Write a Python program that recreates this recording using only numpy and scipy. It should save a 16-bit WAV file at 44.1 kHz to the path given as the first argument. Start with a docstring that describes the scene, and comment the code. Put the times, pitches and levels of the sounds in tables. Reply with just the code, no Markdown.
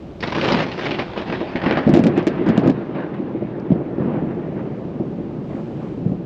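"""Thunder over a rocky shore

A rain front approaches over open water. The lightning's thin branches arrive first as a tearing crackle,
then the main channel as heavy shock waves. Farther parts roll on, dulled by the air.
The boulders scatter it all, over low wind and the hiss of rain and water."""
import sys
import numpy as np
from scipy import signal
from scipy.fft import rfft, irfft
from scipy.io import wavfile
from scipy.ndimage import uniform_filter1d, minimum_filter1d

SR = 44100
rng = np.random.default_rng(int(sys.argv[2]) if len(sys.argv) > 2 else 0)


def store_wav(level_fs):
    """Save 16-bit WAV to argv[1]."""
    pcm = np.round(np.clip(np.atleast_2d(level_fs), -1, 1) * 32767)
    wavfile.write(sys.argv[1], SR, pcm.T.astype(np.int16))


N = 275977
TIME = np.arange(N) / SR
TREBLE_LIMIT_HZ = 15200

# shock waves of the main channel: start_s, level_db, pitch_hz, knock_db (relative to level_db), front_db
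MAIN_SHOCKS = [(0.545, -7, 203, -20, -46), (1.412, -15, 336, 3.5, -29), (1.552, -11, 258, -15, -32),
               (1.662, -9, 257, -9, -29), (1.673, -8, 252, -15, -33), (1.865, -2, 211, -15, -19),
               (1.875, -11.5, 300, 6, -15), (1.893, 3, 242, -9.5, -10), (1.934, 1, 199, -17, -28),
               (1.9388, -1, 234, -3, 1), (1.951, -7, 269, 0, -11), (1.962, -8, 232, -7, -10),
               (1.972, -4.5, 305, 0.5, -9), (1.992, -5, 249, -2.5, -10), (2.039, -2.5, 220, -7, -5.5),
               (2.063, -7, 248, -9, -27), (2.068, -4, 285, -7, -6), (2.177, -6.5, 330, -11, -10.5),
               (2.227, -17.5, 300, 3, -17.5), (2.269, -4.5, 314, -5.5, -5), (2.2755, -5, 323, -8.5, -6),
               (2.412, -11, 317, -6, -32), (2.464, -4.5, 273, -16.5, -15.5), (2.48, -7, 277, -10, -16),
               (2.489, -3, 200, -8, -10.5), (2.497, -3.5, 211, -10, -15.5), (2.577, -1.5, 237, -7, -6),
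               (2.637, -7, 246, -12, -19), (2.659, -3.5, 216, -2, -19), (2.675, -1.5, 278, -15, -10.5),
               (2.698, -4.5, 230, -18, -10.5), (2.775, -18.5, 290, -8, -30), (3.2, -13, 270, -21, -41.5),
               (3.348, -12.5, 340, -7, -38), (3.423, -15, 330, -3.5, -37), (3.584, -20, 370, -3, -40),
               (3.664, -17.5, 338, -11, -44), (3.703, -4, 223, -14, -26), (3.717, -1.5, 175, -8, -21.5),
               (3.732, -14.5, 260, -6, -38), (3.862, -16.5, 253, -10.5, -45), (3.93, -15.5, 268, -9.5, -40),
               (3.982, -11.5, 318, -6.5, -30.5), (4.002, -11, 169, -11, -44),
               (4.056, -14.5, 283, -7.5, -32.5), (4.224, -11, 220, -17, -45), (4.27, -11, 236, -17, -43),
               (4.998, -10, 186, -5.5, -39), (5.006, -11.5, 330, -8, -46), (6.059, -7, 155, -18, -45),
               (6.094, -11.5, 167, -12, -43), (6.117, -9, 201, -8.5, -42)]
# tone of the crackle, snaps and sprays: frequency_hz, relative_db
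CRACKLE_EQ = [(100, -19.5), (300, -1), (600, 3), (1000, -2.5), (1350, -7), (1700, -4), (2500, -4),
              (3800, -7.5), (5200, -12.5), (6800, -29), (8200, -44), (9300, -60.5), (14000, -78.5)]


def amp(db):
    """Decibels to gain."""
    return 10 ** (np.asarray(db) / 20)


def unit_rms(x):
    """Scales to an rms of one."""
    return x / np.sqrt(np.mean(x ** 2) + 1e-20)


def fader(curve):
    """Gain at every sample from rows of time_s, level_db."""
    return amp(np.interp(TIME, *np.transpose(curve)))


def add(mix, start_s, sound):
    """Mixes a sound in at start_s."""
    part = mix[max(round(start_s * SR), 0):][:len(sound)]
    part += sound[:len(part)]


def band(x, hz, width_hz):
    """One resonance with a peak gain of one."""
    return signal.lfilter(*signal.iirpeak(hz, hz / width_hz, SR), x)


def equalise(x, curve, size=4096):
    """Minimum-phase EQ of unit energy, so that attacks stay sharp."""
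    hz, db = np.transpose(curve)
    bin_hz = abs(np.fft.fftfreq(size, 1 / SR))
    log_gain = np.log(amp(np.interp(np.log(bin_hz + 1), np.log(hz), db)))
    response = np.exp(signal.hilbert(log_gain).conj())
    taps = np.fft.ifft(response).real[:size // 2] * np.hanning(size)[size // 2:]
    return signal.oaconvolve(x, taps / np.linalg.norm(taps))[:len(x)]


def drift(rate_hz):
    """Smooth random modulation of rms one, rolling off above rate_hz."""
    smoothing = np.exp(-(np.fft.rfftfreq(N, 1 / SR) / rate_hz) ** 2)
    return unit_rms(irfft(rfft(rng.standard_normal(N)) * smoothing, N))


def shocks(per_s, spread_db):
    """Randomly timed clicks of uneven strength."""
    strength = amp(spread_db * np.minimum(rng.exponential(1, N), 4))
    return unit_rms(strength * rng.choice([-1, 1], N) * (rng.random(N) < per_s / SR))


def scatter(decay_s, per_s, size=8192):
    """A dying cluster of echoes with unit energy."""
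    t = TIME[:size]
    echoes = rng.standard_normal(size) * (rng.random(size) < per_s / SR)
    taps = echoes * np.exp(-t / decay_s) * (1 - np.exp(-t * per_s / 2))
    return taps / (np.linalg.norm(taps) + 1e-9)


def echoed(pulse, echo_db, decay_s, per_s):
    """A pulse followed by its own cluster of echoes."""
    path = amp(echo_db) * scatter(decay_s, per_s)
    path[0] += 1
    return signal.fftconvolve(path, pulse)


def pressure_wave(hz, rise_cycles, size=4096, softness=1.72):
    """A shock rounded by distance: push, suction and a small rebound."""
    cycles = TIME[:size] * hz
    envelope = (cycles / rise_cycles * np.exp(1 - cycles / rise_cycles)) ** softness
    return np.sin(2 * np.pi * cycles) * envelope


def through_air(x, tilt_db_per_s, at_hz, patchy_db):
    """Later sound has come farther: duller, at a held level. Crossing paths shift its colour."""
    hz, t, spectrum = signal.stft(x, SR, nperseg=512)
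    patches = uniform_filter1d(rng.standard_normal(spectrum.shape), size=6, axis=0)
    patches = unit_rms(uniform_filter1d(patches, size=10, axis=1))
    loss_db = tilt_db_per_s * t * np.minimum(hz[:, None] / at_hz, 1.3) ** 1.29
    gain = amp(patchy_db * patches - loss_db)
    gain /= np.sqrt(np.average(gain ** 2, axis=0, weights=np.mean(abs(spectrum) ** 2, 1)))
    return signal.istft(spectrum * gain, SR, nperseg=512)[1][:N]


def shore(wind_db=7, gust_db=2, fizz_hz=6800, fizz_full_db=-51):
    """Fine patter of rain and small waves, its fizz dying in the lulls; low wind swells along with it."""
    # a breeze stirs the rain and water: time_s, level_db
    breeze = [(0, -51.5), (3, -55.5), (3.6, -56.5), (4.9, -53.5), (5.4, -53.5), (5.56, -50.5), (5.7, -51.5),
              (5.85, -51), (6.26, -54.5)]
    # tone of the rain and water: frequency_hz, relative_db
    patter_eq = [(100, -3), (500, 5), (1000, 5), (1600, -1.5), (2700, -1.5), (4000, -8.5), (6000, -16.5),
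                 (7600, -20.5), (9000, -33.5), (12000, -41), (14000, -65.5)]
    # tone of the wind: frequency_hz, relative_db
    wind_eq = [(10, -21.5), (25, -16.5), (45, -6), (80, -1), (150, -11), (400, -35.5), (1500, -66.5)]
    swell = fader(breeze)
    patter = unit_rms(equalise(shocks(per_s=9000, spread_db=-0.5), patter_eq))
    dull = signal.sosfiltfilt(signal.butter(4, fizz_hz, fs=SR, output="sos"), patter)
    fizz = (patter - dull) * (swell / amp(fizz_full_db)) ** 2
    wind = unit_rms(equalise(rng.standard_normal(N), wind_eq)) * amp(gust_db * drift(rate_hz=1.4))
    return swell * (dull + fizz + amp(wind_db) * wind)


def swells(far_storm_db=-36, bed_rise_s=0.0066, arch_skew=0.64, arch_sharpness=0.41):
    """Envelopes of the rumble and the crackle: fading beds and arched surges add up in power."""
    # the branches, then the main channel, each leave a long bed:
    # start_s, rumble_db, rumble_fade_db_per_s, crackle_db, crackle_fade_db_per_s
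    beds = [(0.225, -32, 3.5, -32, 2.5), (1.865, -28, 0.08, -48.5, 6.5)]
    # swells of rumble and crackle: thunder peals and, near 5.5 and 5.8 s, probably small waves
    # lapping on the rocks: start_s, length_s, rumble_db, crackle_db
    surges = [(0.346, 0.088, -25, -26.5), (0.424, 0.15, -19, -20.5), (0.57, 0.087, -23.5, -23),
              (0.63, 0.094, -29.5, -35), (0.777, 0.21, -34, -28.5), (0.984, 0.055, -36, -25),
              (1.163, 0.083, -31, -29.5), (1.256, 0.15, -26, -30), (1.402, 0.2, -34.5, -33.5),
              (1.626, 0.25, -23, -27.5), (1.864, 0.26, -18.5, -41), (2.034, 0.16, -22, -39.5),
              (2.162, 0.066, -22, -28.5), (2.292, 0.21, -24.5, -37), (2.46, 0.22, -21, -30.5),
              (2.617, 0.11, -14.5, -31.5), (2.726, 0.099, -27.5, -56), (2.946, 0.11, -26.5, -31),
              (3.133, 0.074, -47.5, -37), (3.721, 0.13, -24, -54), (3.991, 0.16, -24, -35),
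              (4.057, 0.28, -24.5, -35.5), (4.27, 0.52, -31, -38.5), (4.572, 0.061, -30.5, -38.5),
              (5.497, 0.14, -30, -35.5), (5.794, 0.1, -39, -38), (6.057, 0.1, -31.5, -61)]
    power = np.zeros((2, N))
    power[0] = amp(far_storm_db) ** 2  # the distant storm never falls quiet
    for start_s, rumble_db, rumble_fade, crackle_db, crackle_fade in beds:
        age = np.maximum(TIME - start_s, 0)
        attack = np.minimum(age / bed_rise_s, 1)
        power += (attack * amp([rumble_db - rumble_fade * age, crackle_db - crackle_fade * age])) ** 2
    for start_s, length_s, rumble_db, crackle_db in surges:
        progress = np.arange(0, length_s, 1 / SR) / length_s
        arch = np.sin(np.pi * progress ** arch_skew) ** arch_sharpness
        add(power[0], start_s, (amp(rumble_db) * arch) ** 2)
        add(power[1], start_s, (amp(crackle_db) * arch) ** 2)
    return np.sqrt(power)


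def roll(swell, lump_db=1.2):
    """Overlapping dull shocks from far along the channel and from echoes, growing deeper with time."""
    # tone of the rumble: frequency_hz, relative_db
    rumble_eq = [(20, -34.5), (45, -30.5), (90, -15), (145, -0.5), (230, -2), (380, -8), (470, -9.5),
                 (620, -13.5), (900, -22.5), (1500, -33.5), (3000, -49), (6000, -95)]
    lumps = shocks(per_s=3000, spread_db=1.0) * amp(lump_db * drift(rate_hz=45))
    rumble = through_air(equalise(lumps, rumble_eq), tilt_db_per_s=0.94, at_hz=515, patchy_db=-0.5)
    return swell * unit_rms(rumble)


def boulders(x):
    """Hollows among the rocks ring briefly with every blow."""
    # resonances of the hollows: pitch_hz, width_hz, level_db
    hollows = [(349.4, 47.4, 0), (567, 23, -8), (840, 11, -11.5)]
    return x + sum(amp(db) * band(x, hz, width_hz) for hz, width_hz, db in hollows)


def snaps(snap_db=1.0, ring_db=4.0, thud_db=-7, thud_hz=230):
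    """Larger kinks in the branches: a bright spray of shocks, coloured by their spacing, and a thud."""
    # snaps of single branches: start_s, level_db, pitch_hz, decay_s
    branches = [(0.2057, -17.5, 5170, 0.021), (0.227, -12, 2140, .005), (0.236, -9.5, 1240, 0.014),
                (0.2729, -14, 4800, 0.0061), (0.2836, -17.5, 1094, 0.02), (0.3227, -11, 1040, 0.0089),
                (0.349, -14, 2160, 0.018), (0.413, -11, 2510, 0.012), (0.439, -10.5, 1320, 0.061),
                (0.483, -13.5, 4150, 0.006), (0.503, -18.5, 1110, 0.0094), (0.5211, -3.5, 5050, 0.0066),
                (0.573, -14, 1900, 0.01), (0.605, -12, 1660, 0.0022), (0.628, -12.5, 1430, 0.015),
                (0.67, -24, 1520, 0.0033), (0.717, -14, 2860, 0.025), (0.793, -19, 1540, 0.0077),
                (0.8565, -10, 1950, 0.011), (0.868, -12, 2200, 0.0041), (0.909, -7.5, 2490, 0.028),
                (0.944, -14.5, 2400, 0.013), (0.9917, -9.5, 2330, 0.013), (1.022, -19, 2300, 0.0083),
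                (1.1626, -17, 980, 0.018), (1.176, -11.5, 3260, 0.012), (1.2195, -22, 2430, .005),
                (1.2993, -16.5, 1450, 0.003), (1.3255, -10, 1610, 0.022), (1.406, -16.5, 920, 0.016),
                (1.558, -8, 1970, 0.037), (1.617, -12, 1920, 0.019), (1.638, -11.5, 1450, 0.0096),
                (1.662, -6.5, 2000, 0.058), (1.7103, -5, 1400, 0.0049), (1.724, -11, 1286, .007),
                (1.772, -6.5, 1240, 0.0081), (1.787, -10, 1220, 0.013)]
    bright, thuds = np.zeros(N), np.zeros(N)
    thud = pressure_wave(thud_hz, rise_cycles=0.28)
    for start_s, db, hz, decay_s in branches:
        attack = amp(1) * echoed([1], echo_db=-1.0, decay_s=0.002, per_s=4200)
        spray = attack + amp(7.5) * scatter(decay_s, per_s=2600)
        add(bright, start_s, amp(db) * (spray + amp(ring_db) * band(spray, hz, width_hz=850)))
        add(thuds, start_s, amp(db) * echoed(thud, echo_db=-4.5, decay_s=0.01, per_s=310))
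    bright = through_air(equalise(bright, CRACKLE_EQ), tilt_db_per_s=6.5, at_hz=4330, patchy_db=1.5)
    return amp(snap_db) * bright + amp(thud_db) * thuds


def tearing(swell, gain_db=-1, clump_db=2.5, blur_s=2.2):
    """Thousands of tiny shocks from the branches' kinks: gritty clumps, later blurred by distance."""
    # longer kinks give the tearing a hard midrange: time_s, emphasis_db
    bark = [(0.2, 4), (1.0, -1), (1.55, -3.5), (1.66, 10.5), (1.79, 5.5), (1.86, 5.5), (2.7, 4.5),
            (3.4, -1), (4.07, 2.5), (4.3, -1), (5.55, -2.5)]
    nearness = np.exp(-TIME / blur_s)
    grit = unit_rms(shocks(per_s=2200, spread_db=4.0) * amp(clump_db * drift(rate_hz=100)))
    blur = shocks(per_s=6000, spread_db=1.0)
    crackle = nearness * grit + np.sqrt(1 - nearness ** 2) * blur
    crackle = through_air(equalise(crackle, CRACKLE_EQ), tilt_db_per_s=7.0, at_hz=4000, patchy_db=2.0)
    midrange = (fader(bark) - 0.5) * band(crackle, hz=1270, width_hz=750)
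    return amp(gain_db) * swell * unit_rms(crackle + midrange)


def booms(gain_db=-1.0, knock_hz=520, high_cut_hz=820):
    """Each bend of the main channel sends a heavy wave; its steep flank knocks among the rocks."""
    body = np.zeros(N)
    knock = pressure_wave(knock_hz, rise_cycles=0.47)
    for start_s, db, hz, knock_db, _ in MAIN_SHOCKS:
        wave = pressure_wave(hz, rise_cycles=0.68)
        add(body, start_s, amp(db) * echoed(wave, echo_db=-5.5, decay_s=0.016, per_s=890))
        add(body, start_s, amp(db + knock_db) * echoed(knock, echo_db=-1.0, decay_s=0.025, per_s=1400))
    return amp(gain_db) * signal.lfilter(*signal.butter(4, high_cut_hz, fs=SR), body)


def cracks(gain_db=-0.5, spray_s=0.013, steep_hz=13000, db_per_octave=13):
    """Each boom's steep front, its bounces off the nearest rocks, and a duller spray from the others."""
    # tone of the shock front: frequency_hz, relative_db
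    front_eq = [(150, -28.5), (600, 4), (2000, 13), (4000, -2), (6000, -7), (7200, -7), (8300, -16),
                (9300, -22), (12000, -22), (15000, -35.5)]
    front, spray = np.zeros(N), np.zeros(N)
    for start_s, *_, db in MAIN_SHOCKS:
        top_hz = min(steep_hz * 2 ** (db / db_per_octave), TREBLE_LIMIT_HZ)  # stronger stays steeper
        bounces = echoed([1], echo_db=-1, decay_s=0.002, per_s=6000)
        bounces += amp(-8) * scatter(spray_s, per_s=2800)
        add(front, start_s, amp(db) * signal.lfilter(*signal.butter(4, top_hz, fs=SR), bounces))
        add(spray, start_s, amp(db) * scatter(spray_s, per_s=1200))
    return amp(gain_db) * (equalise(front, front_eq) + equalise(spray, CRACKLE_EQ))


def spits(width_hz=1400, rise_s=0.0031):
    """Brief narrow fizzes where small waves meet the rocks."""
    # water spitting on the rocks: start_s, level_db, pitch_hz
    splashes = [(3.141, -54, 3500), (3.596, -58.5, 4830)]
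    mix, t = np.zeros(N), TIME[:4096]
    envelope = t / rise_s * np.exp(1 - t / rise_s)
    for start_s, db, hz in splashes:
        noise = rng.standard_normal(len(t))
        fizz = unit_rms(band(band(noise, hz, width_hz), hz, width_hz))
        add(mix, start_s, amp(db) * fizz * envelope)
    return mix


def scene(low_cut_hz=75):
    """Mono mix: thunder among the rocks, its deepest bass trimmed, over the shore."""
    rumble_swell, crackle_swell = swells()
    thunder = boulders(tearing(crackle_swell) + snaps() + booms() + cracks() + roll(rumble_swell))
    thunder = signal.sosfilt(signal.butter(1, low_cut_hz, "high", fs=SR, output="sos"), thunder)
    return (thunder + shore() + spits())[None]


def record(dry, ceiling=0.9, window_samples=130):
    """A steep high cut, then a quick limiter that holds the heaviest waves under full scale."""
    high_cut = signal.firwin(511, TREBLE_LIMIT_HZ, window=("kaiser", 9), fs=SR)
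    x = signal.oaconvolve(dry, high_cut[None], "same")
    allowed_gain = 1 / np.maximum(abs(x) / ceiling, 1)
    return x * uniform_filter1d(minimum_filter1d(allowed_gain, window_samples), window_samples)


dry = scene()
out = record(dry)
store_wav(out)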